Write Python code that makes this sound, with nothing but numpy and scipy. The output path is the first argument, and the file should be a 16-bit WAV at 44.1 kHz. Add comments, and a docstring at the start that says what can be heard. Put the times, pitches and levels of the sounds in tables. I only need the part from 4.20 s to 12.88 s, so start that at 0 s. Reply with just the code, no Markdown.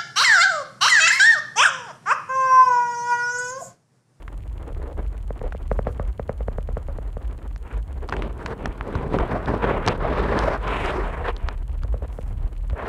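"""Under water in a pond, a small camera on a pole is pushed through weed. Water rocks the housing in a
low rumble, soft weed rustles and sheds bubbles, stems knock the pole and snap against the case, and
leaves rub along it in a dense, rushing stick-slip crackle that rings the case. The electronics tick
twenty times a second over a faint hiss and whine."""
import sys
import numpy as np
from scipy import signal
from scipy.fft import rfft, irfft, next_fast_len
from scipy.io import wavfile
from scipy.ndimage import uniform_filter1d

SR = 44100
rng = np.random.default_rng(int(sys.argv[2]) if len(sys.argv) > 2 else 0)


def inscribe(sig):
    """Save sig as 16-bit PCM at rate SR to the path in sys.argv[1].

    A 1-D sig is mono; a 2-D sig holds one channel per row.
    Samples are clipped to [-1, 1] before scaling.
    """
    pcm = np.round(np.clip(np.atleast_2d(sig).T, -1, 1) * 32767)
    wavfile.write(sys.argv[1], SR, pcm.astype(np.int16))


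N = 382788
T = np.arange(N) / SR
CONTROL_T = T[::44]  # about 1 ms steps


def undb(db):
    """Decibels to amplitude."""
    return 10 ** (np.asarray(db) / 20)


def level(x, rms_db):
    """Scales x to an rms level."""
    return x * undb(rms_db) / np.sqrt(np.mean(x ** 2))


def shape(table, hz):
    """Gain of (Hz, dB) points joined on a log axis."""
    points_hz, db = np.transpose(table)
    return undb(np.interp(np.log(hz + 1), np.log(points_hz), db, left=-90, right=-90))


def colour(x, table, lo_hz=1, hi_hz=20000):
    """Colours x and keeps one soft-edged band."""
    size = next_fast_len(N)
    hz = np.arange(size // 2 + 1) * SR / size + 1e-3
    band = hz ** 2 / (hz ** 2 + lo_hz ** 2) * hi_hz ** 2 / (hz ** 2 + hi_hz ** 2)
    return irfft(rfft(x, size) * shape(table, hz) * band, size)[:N]


def ring(x, modes, passes=2):
    """Parallel resonances (Hz, width Hz, dB per pass), applied repeatedly."""
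    for _ in range(passes):
        x = sum(undb(db) * signal.lfilter(*signal.iirpeak(hz, hz / width_hz, fs=SR), x)
                for hz, width_hz, db in modes)
    return x


def roam(x, hz, width_hz):
    """A steep resonance whose centre moves sample by sample."""
    turn = np.exp(2j * np.pi * np.cumsum(hz) / SR)
    pole = np.exp(-np.pi * width_hz / SR)
    return np.real(turn * signal.lfilter([(1 - pole) ** 2], np.poly([pole, pole]), x / turn))


def walk(rate_hz):
    """Random steps, smoothed twice; spread near 1."""
    hold = int(SR / rate_hz)
    steps = np.repeat(rng.standard_normal(N // hold + 1), hold)
    return 1.492 * uniform_filter1d(uniform_filter1d(steps, hold), hold)[:N]


def grit(per_s, spread_db):
    """Random clicks, a few much larger than the rest, none huge."""
    hit = rng.random(N) < per_s / SR
    push = np.tanh(rng.standard_normal(N))
    return hit * push * undb(spread_db * np.minimum(rng.exponential(size=N), 3.5))


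def place(times_s, pulses):
    """Lays each pulse, centred, at its time."""
    out = np.zeros(N)
    for at, pulse in zip(np.round(times_s * SR).astype(int) - pulses.shape[1] // 2, pulses):
        out[max(at, 0):at + len(pulse)] += pulse[max(-at, 0):N - at]
    return out


def contact(start_s, length_s, first_db, last_db, touch_db_per_s=370, release_db_per_s=288):
    """Gain of one contact: it comes fast, slides in level and lets go, faster if it swelled."""
    slide_db = np.interp(CONTROL_T, [start_s, start_s + length_s], [first_db, last_db])
    slip_off = 1 + max(last_db - first_db, 0) / 4
    touch_db = touch_db_per_s * np.maximum(start_s - CONTROL_T, 0)
    release_db = release_db_per_s * slip_off * np.maximum(CONTROL_T - start_s - length_s, 0)
    return undb(slide_db - touch_db - release_db)


def together(gains):
    """Adds contact gains in power, at audio rate."""
    return np.interp(T, CONTROL_T, np.sqrt(np.sum(np.square(gains), axis=0)))


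# Amplifier hiss spectrum. Each row: frequency in Hz, gain in dB.
HISS_SPECTRUM = [(1500, -3), (3500, -11), (5200, -19), (7900, -12.5), (13500, -14), (15800, -17)]
# Whine before it fades. Each row: frequency in Hz, rms level in dB.
WHINE_TONES = [(6850, -84)]
# Tick resonances. Each row: frequency in Hz, width in Hz, gain per pass in dB.
TICK_RESONANCES = [(3070, 770, 5.5), (4140, 670, 3.5), (7880, 4800, 1)]


def electronics(first_tick_s=.0282, period_s=.050004, jitter_s=.0003, whine_fade_s=3.95):
    """A regular tick of varying colour, a thin whine that fades to a fifth, and amplifier hiss."""
    times_s = np.arange(first_tick_s, N / SR, period_s)
    scatter = rng.standard_normal((len(times_s), 1 + len(TICK_RESONANCES))).T
    at = np.clip(((times_s + jitter_s * scatter[0]) * SR).astype(int), 0, N - 1)
    impulses = np.zeros((len(TICK_RESONANCES), N))
    impulses[:, at] = undb(-32 + 2 * scatter[1:])
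    ticks = sum(ring(x, [mode]) for x, mode in zip(impulses, TICK_RESONANCES))
    whine = sum(np.sqrt(2) * undb(db) * np.sin(2 * np.pi * hz * T) for hz, db in WHINE_TONES)
    fade = np.clip(10 * (whine_fade_s - T), .2, 1)
    hiss = level(colour(rng.standard_normal(N), HISS_SPECTRUM), -69.5)
    return ticks + whine * fade + hiss


# Patches of fizz. Each row: start in seconds, length in seconds, level in dB.
FIZZ_PATCHES = [(1.526, 0.04, -67), (1.69, 0.064, -71), (7.903, 0.18, -67.5)]


def fizz():
    """A soft, patchy treble fizz that comes and goes."""
    treble = ring(grit(9000, 1.5), [(7800, 8500, 0)]) * undb(3.7 * walk(35))
    gains = [contact(start_s, length_s, db, db) for start_s, length_s, db in FIZZ_PATCHES]
    return level(treble, 0) * together(gains)


def bubbles():
    """Gas bubbles leave the weed: tiny ones click, the rarer large ones plop."""
    plop_hz = 520 * np.exp(0.28 * walk(12))
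    clicks = ring(grit(40, 2.5), [(2270, 1540, 6.8)])
    plops = roam(grit(22, 2.7), plop_hz, width_hz=220)
    return undb(-37) * clicks + undb(-8) * plops


# Soft weed spectrum. Each row: frequency in Hz, gain in dB.
WEED_SPECTRUM = [(100, -29.5), (275, -9), (600, -14.5), (1000, -17.5), (2000, -29), (3500, -44),
                 (6000, -65)]
# Tufts brushing past. Each row: start in seconds, length in seconds, first and last gain in dB.
TUFTS = [(0.404, 0.12, -47.5, -32), (0.595, 0.13, -39.5, -35), (0.795, 0.025, -35, -37.5),
         (1.22, 0.043, -35, -32), (1.694, 0.03, -29.5, -52), (7.853, 0.018, -37, -62),
         (3.841, 0.022, -34, -35)]


def weed_rustle(steady_gain_db=-48.5):
    """Soft weed gives patches of dull grains that ring hollow in the case; brushing tufts gurgle."""
    grains = grit(2500, 2.55) * undb(6.7 * np.tanh(walk(55)))
    rustle = level(colour(grains, WEED_SPECTRUM), -0.41)
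    hollow = level(ring(grains, [(960, 86, 0)]), -30)
    gurgle = level(ring(grit(400, 1.9), [(470, 255, 0)]), -4.5)
    brushing = together([contact(*row) for row in TUFTS])
    return undb(steady_gain_db) * (rustle + hollow) + brushing * (undb(-10.5) * rustle + gurgle)


# Rocking of the housing. Each row: time in seconds, gain in dB.
SWAY_GAINS = [(0.0, -37.5), (0.25, -27.5), (1.47, -26.5), (1.7, -22.5), (1.95, -27), (4.15, -27),
              (4.57, -35), (4.75, -31), (5.8, -24.5), (7.04, -25.5), (7.12, -28.5), (7.35, -25),
              (8.68, -25)]
# Housing modes. Each row: frequency in Hz, width in Hz, gain per pass in dB.
HOUSING_MODES = [(64.1, 22, 4), (101, 59, -9)]


def housing_sway(rock_hz=41):
    """The housing rocks on its pole at a wandering pitch; turbulence shakes its higher modes."""
    times_s, gain_db = np.transpose(SWAY_GAINS)
    hz = rock_hz * np.exp(0.25 * np.tanh(walk(22)))
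    rock = (1 + 0.49 * walk(22)) * np.sin(2 * np.pi * np.cumsum(hz) / SR)
    turbulence = rng.standard_normal(N) * undb(1.34 * walk(12))
    shake = ring(turbulence, HOUSING_MODES)
    return (level(rock, -2) + level(shake, -6.5)) * undb(np.interp(T, times_s, gain_db))


# Lurches. Each row: start in seconds, envelope peak in dB, pitch in Hz.
HOUSING_LURCHES = [(4.479, -18, 43.7), (4.754, -14.5, 78), (4.864, -21, 139), (5.004, -12, 44),
                   (7.236, -16, 57.6), (7.637, -16.5, 72.5), (8.241, -16.5, 54), (8.524, -16, 66)]


def housing_lurches(rise_cycles=0.38):
    """The housing lurches against the water: a low swing that swells and dies in a few cycles."""
    start_s, peak_db, hz = np.transpose(HOUSING_LURCHES)[:, :, None]
    cycles = np.maximum(np.arange(8192) - 4096, 0) / SR * hz
    envelope = cycles / rise_cycles * np.exp(1 - cycles / rise_cycles)
    return place(start_s[:, 0], -undb(peak_db) * envelope * np.sin(2 * np.pi * cycles))


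# Stem snaps. Each row: time in seconds, low crack peak in dB, treble against it in dB, decay in ms.
STEM_SNAPS = [(0.079, -25.5, -27, 1.9), (1.323, -22, -28, 1.5), (3.361, -30, -5, 0.47),
              (3.888, -21, -11, 1.8), (3.895, -20.5, -9, 1), (3.923, -13.5, -42, 4.8),
              (3.937, -18, -32, 1.4), (3.966, -20, -11.5, 1.9), (4.022, -19, -29, 0.8),
              (4.26, -18, -8.5, 2.2), (4.457, -14, -8, 1.17), (4.610, -13.5, -38, 0.15),
              (4.752, -18, -13.5, 2.6), (4.934, -25, -13, 2.1), (4.987, -13, -29, 0.67),
              (5.259, -41, 12.5, 0.81), (5.664, -37, 15.5, 0.6), (5.676, -7.5, -4.5, 2),
              (5.683, -9, -3.5, 2), (6.19, -26, 10, 0.57), (6.479, -28.5, 0, 0.14), (6.659, -23, -5.5, 2.5),
              (7.165, -38, 10.5, 0.83), (7.287, -13, -6.5, 0.038), (7.634, -29, -8, 0.71),
              (8.499, -30, -4.5, 0.18)]


def stem_snaps(thud_hz=75, thud_decay_s=0.0046):
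    """A stem cracks against two regions of the case, then displaced water thuds."""
    times_s, peak_db, treble_db, decay_ms = np.transpose(STEM_SNAPS)[:, :, None]
    t = (np.arange(4096) - 2048) / SR
    attack = np.clip(t * 3000 / decay_ms, 0, 1)
    decay = np.exp(-np.abs(t) * 1000 / np.clip(decay_ms, .05, 8))
    crack = rng.standard_normal(decay.shape) * attack * decay
    wall = ring(crack, [(1054, 1580, 0)], passes=3)
    lens = ring(crack, [(3740, 3330, 0)], passes=3)
    wall, lens = (x / np.abs(x).max(axis=1, keepdims=True) for x in (wall, lens))
    thud = (t >= 0) * np.sin(2 * np.pi * thud_hz * t) * np.exp(-np.abs(t) / thud_decay_s)
    return place(times_s[:, 0], undb(peak_db) * (wall + undb(-4) * thud + undb(treble_db) * lens))


# Stems striking the pole. Each row: time in seconds, peak of the blow in dB.
POLE_KNOCKS = [(0.79, -24.5), (1.105, -20.5), (1.214, -21), (1.348, -23.5), (1.514, -11.5), (1.59, -13.5),
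               (1.669, -13), (1.796, -16), (1.995, -17), (2.093, -14), (2.206, -24.5), (2.282, -16.5),
               (2.383, -19), (2.488, -23), (2.569, -18), (2.684, -26.5), (2.785, -24), (2.968, -23),
               (7.646, -29), (7.741, -24), (7.822, -26), (7.987, -23), (8.53, -26.5)]
# Knock spectrum. Each row: frequency in Hz, gain in dB.
KNOCK_SPECTRUM = [(30, 11.5), (50, 8), (250, -4), (330, -18), (430, 2.5), (600, 2), (800, -6.5),
                  (2000, -17), (3200, -44), (6000, -51)]


def pole_knocks(travel_s_at_1hz=0.0895, rattle_decay_s=0.023):
    """Bending waves run up the pole at a speed growing as the root of pitch: treble first, thud last."""
    times_s, peak_db = np.transpose(POLE_KNOCKS)[:, :, None]
    count, size = len(times_s), 8192
    hz = np.arange(size // 2 + 1) * SR / size
    t = (np.arange(size) - size // 2) / SR
    centring_s = size / 2 / SR - travel_s_at_1hz / np.sqrt(6000)  # 6 kHz arrives at t = 0
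    lag_cycles = 2 * travel_s_at_1hz * np.sqrt(hz) + hz * centring_s + 0.063
    # harder blows are brighter; each stem differs a little
    treble_db = 0.59 * peak_db + 0.47 * rng.standard_normal((count, 1))
    tilt = undb(treble_db * hz ** 2 / (hz ** 2 + 900 ** 2))
    blows = irfft(shape(KNOCK_SPECTRUM, hz) * tilt * np.exp(-2j * np.pi * lag_cycles), size)
    blows /= np.abs(blows).max(axis=1, keepdims=True)
    # the stem rattles after the blow
    rattle = ring(rng.standard_normal((count, size)), [(525, 144, 12), (1140, 290, 3.5)])
    rattle *= undb(-21 + 6.4 * rng.standard_normal((count, 1))) / rattle.std()
    rattle *= np.clip(t / 0.00043, 0, 1) * np.exp(-np.abs(t) / rattle_decay_s)
    return place(times_s[:, 0], (blows + rattle) * undb(peak_db))


# Rubbing spectrum. Each row: frequency in Hz, gain in dB.
RUB_SPECTRUM = [(90, -11.5), (300, -7.5), (420, -1.5), (700, -4.5), (990, 1), (2330, -14), (4500, -38.5),
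                (15000, -55)]
# Case modes. Each row: frequency in Hz, width in Hz, gain in dB.
CASE_MODES = [(429, 87, 13.5), (607, 165, 11), (1044, 150, 1), (1563, 510, 1), (2400, 320, -27)]
# Leaf strokes. Each row: start in seconds, length in seconds, first and last drag in dB,
# then hard edges and soft bumps in dB against the drag.
LEAF_STROKES = [(3.456, 0.13, -47.5, -41.5, -11, -4), (3.94, 0.17, -41, -47.5, -4, 11),
                (4.165, 0.17, -45.5, -35, -11.5, 4), (4.362, 0.11, -49, -35.5, -10, 7.5),
                (4.504, 0.12, -42.5, -51, -9, 5), (4.641, 0.23, -39.5, -38, -10, 7),
                (4.945, 0.027, -29.5, -38, -8.5, 11), (5, 0.032, -27.5, -29.5, -13, 3),
                (5.111, 0.12, -26.5, -39.5, -14, 3), (5.288, 0.14, -26, -37.5, -9.5, 4),
                (5.443, 0.19, -21.5, -30.5, -12.5, -1.5), (5.675, 0.097, -24, -37, -7, 3),
                (5.823, 0.335, -26.5, -24, -10, -2), (6.173, 0.17, -20, -25, -9, -7),
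                (6.449, 0.32, -27.5, -25.5, -6, -7.5), (6.78, 0.24, -28.5, -36, -13, -5.5),
                (7.045, 0.05, -33, -22, -13, -17.5), (7.15, 0.19, -49, -44, -9, -0.5),
                (8.595, 0.15, -32, -28, -15.5, -9.5)]


def leaf_rub(edge_swell_db_per_s=17.5):
    """Leaves stick and slip along the case and ring it; hard edges add treble, soft bumps add bass."""
    drags = np.array([contact(*row[:4]) for row in LEAF_STROKES])
    drag = together(drags)
    start_s, length_s, first_db, last_db, edge_db, bump_db = np.transpose(LEAF_STROKES)[:, :, None]
    # short strokes stutter, long ones glide
    jerkiness = together(drags * np.exp(-length_s / 0.46)) / (drag + 1e-9)
    stutter = undb(5.9 * jerkiness * np.tanh(walk(90)))
    # the contact point wanders, so each mode swells and shifts pitch by itself
    ringing = sum(undb(db + 3.6 * walk(30)) * roam(grit(3200, 5.2), hz * np.exp(0.065 * walk(6)), width)
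                  for hz, width, db in CASE_MODES)
    slips = colour(grit(9000, 1), RUB_SPECTRUM, lo_hz=300, hi_hz=2780)
    body = level(slips, -3.5) + level(ringing, -1) * undb(-4 * jerkiness)
    # edges rasp higher under pressure; fine hairs hiss most in light contact
    pressure = np.clip(drag / undb(-28.5), .05, 1.5)
    rasp_hz = 3500 * pressure ** 0.069 * np.exp(0.31 * np.tanh(walk(11)))
    rasp = roam(roam(grit(9000, 2.8), rasp_hz, 4500), rasp_hz, 4200)
    hairs = undb(3.4 * walk(7)) * pressure ** -0.35 * roam(grit(9000, 1), np.full(N, 8600), 4500)
    crackle = level(grit(3500, 6.7), -0.67) + level(rasp, 0.41) + level(hairs, 4.3)
    edges = level(colour(crackle, RUB_SPECTRUM, lo_hz=2340), 0)
    bumps = level(colour(grit(600, 1), RUB_SPECTRUM, hi_hz=225), 0)
    # edges bite deeper mid-stroke and as the drag grows
    elapsed_s = np.clip(CONTROL_T - start_s, 0, length_s)
    taper_db = edge_swell_db_per_s * np.abs(2 * elapsed_s - length_s)
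    bite_db = 0.2 * (last_db - first_db) * elapsed_s / length_s
    scrape = drag * body + together(drags * undb(edge_db + bite_db - taper_db)) * edges
    return stutter * scrape + together(drags * undb(bump_db)) * bumps


def scene():
    """Everything reaches the one microphone through the case."""
    rumble = housing_sway() + housing_lurches()
    weed = weed_rustle() + leaf_rub() + pole_knocks() + stem_snaps()
    return (rumble + weed + bubbles() + electronics() + fizz())[None]


def record(dry, low_cut_hz=30, top_hz=15800):
    """The camera drops the deepest bass and cuts the top."""
    low_cut = signal.butter(2, low_cut_hz, "high", fs=SR, output="sos")
    top_cut = signal.ellip(10, .2, 70, top_hz, fs=SR, output="sos")
    return signal.sosfilt(top_cut, signal.sosfilt(low_cut, dry))


dry = scene()
out = record(dry)
inscribe(out)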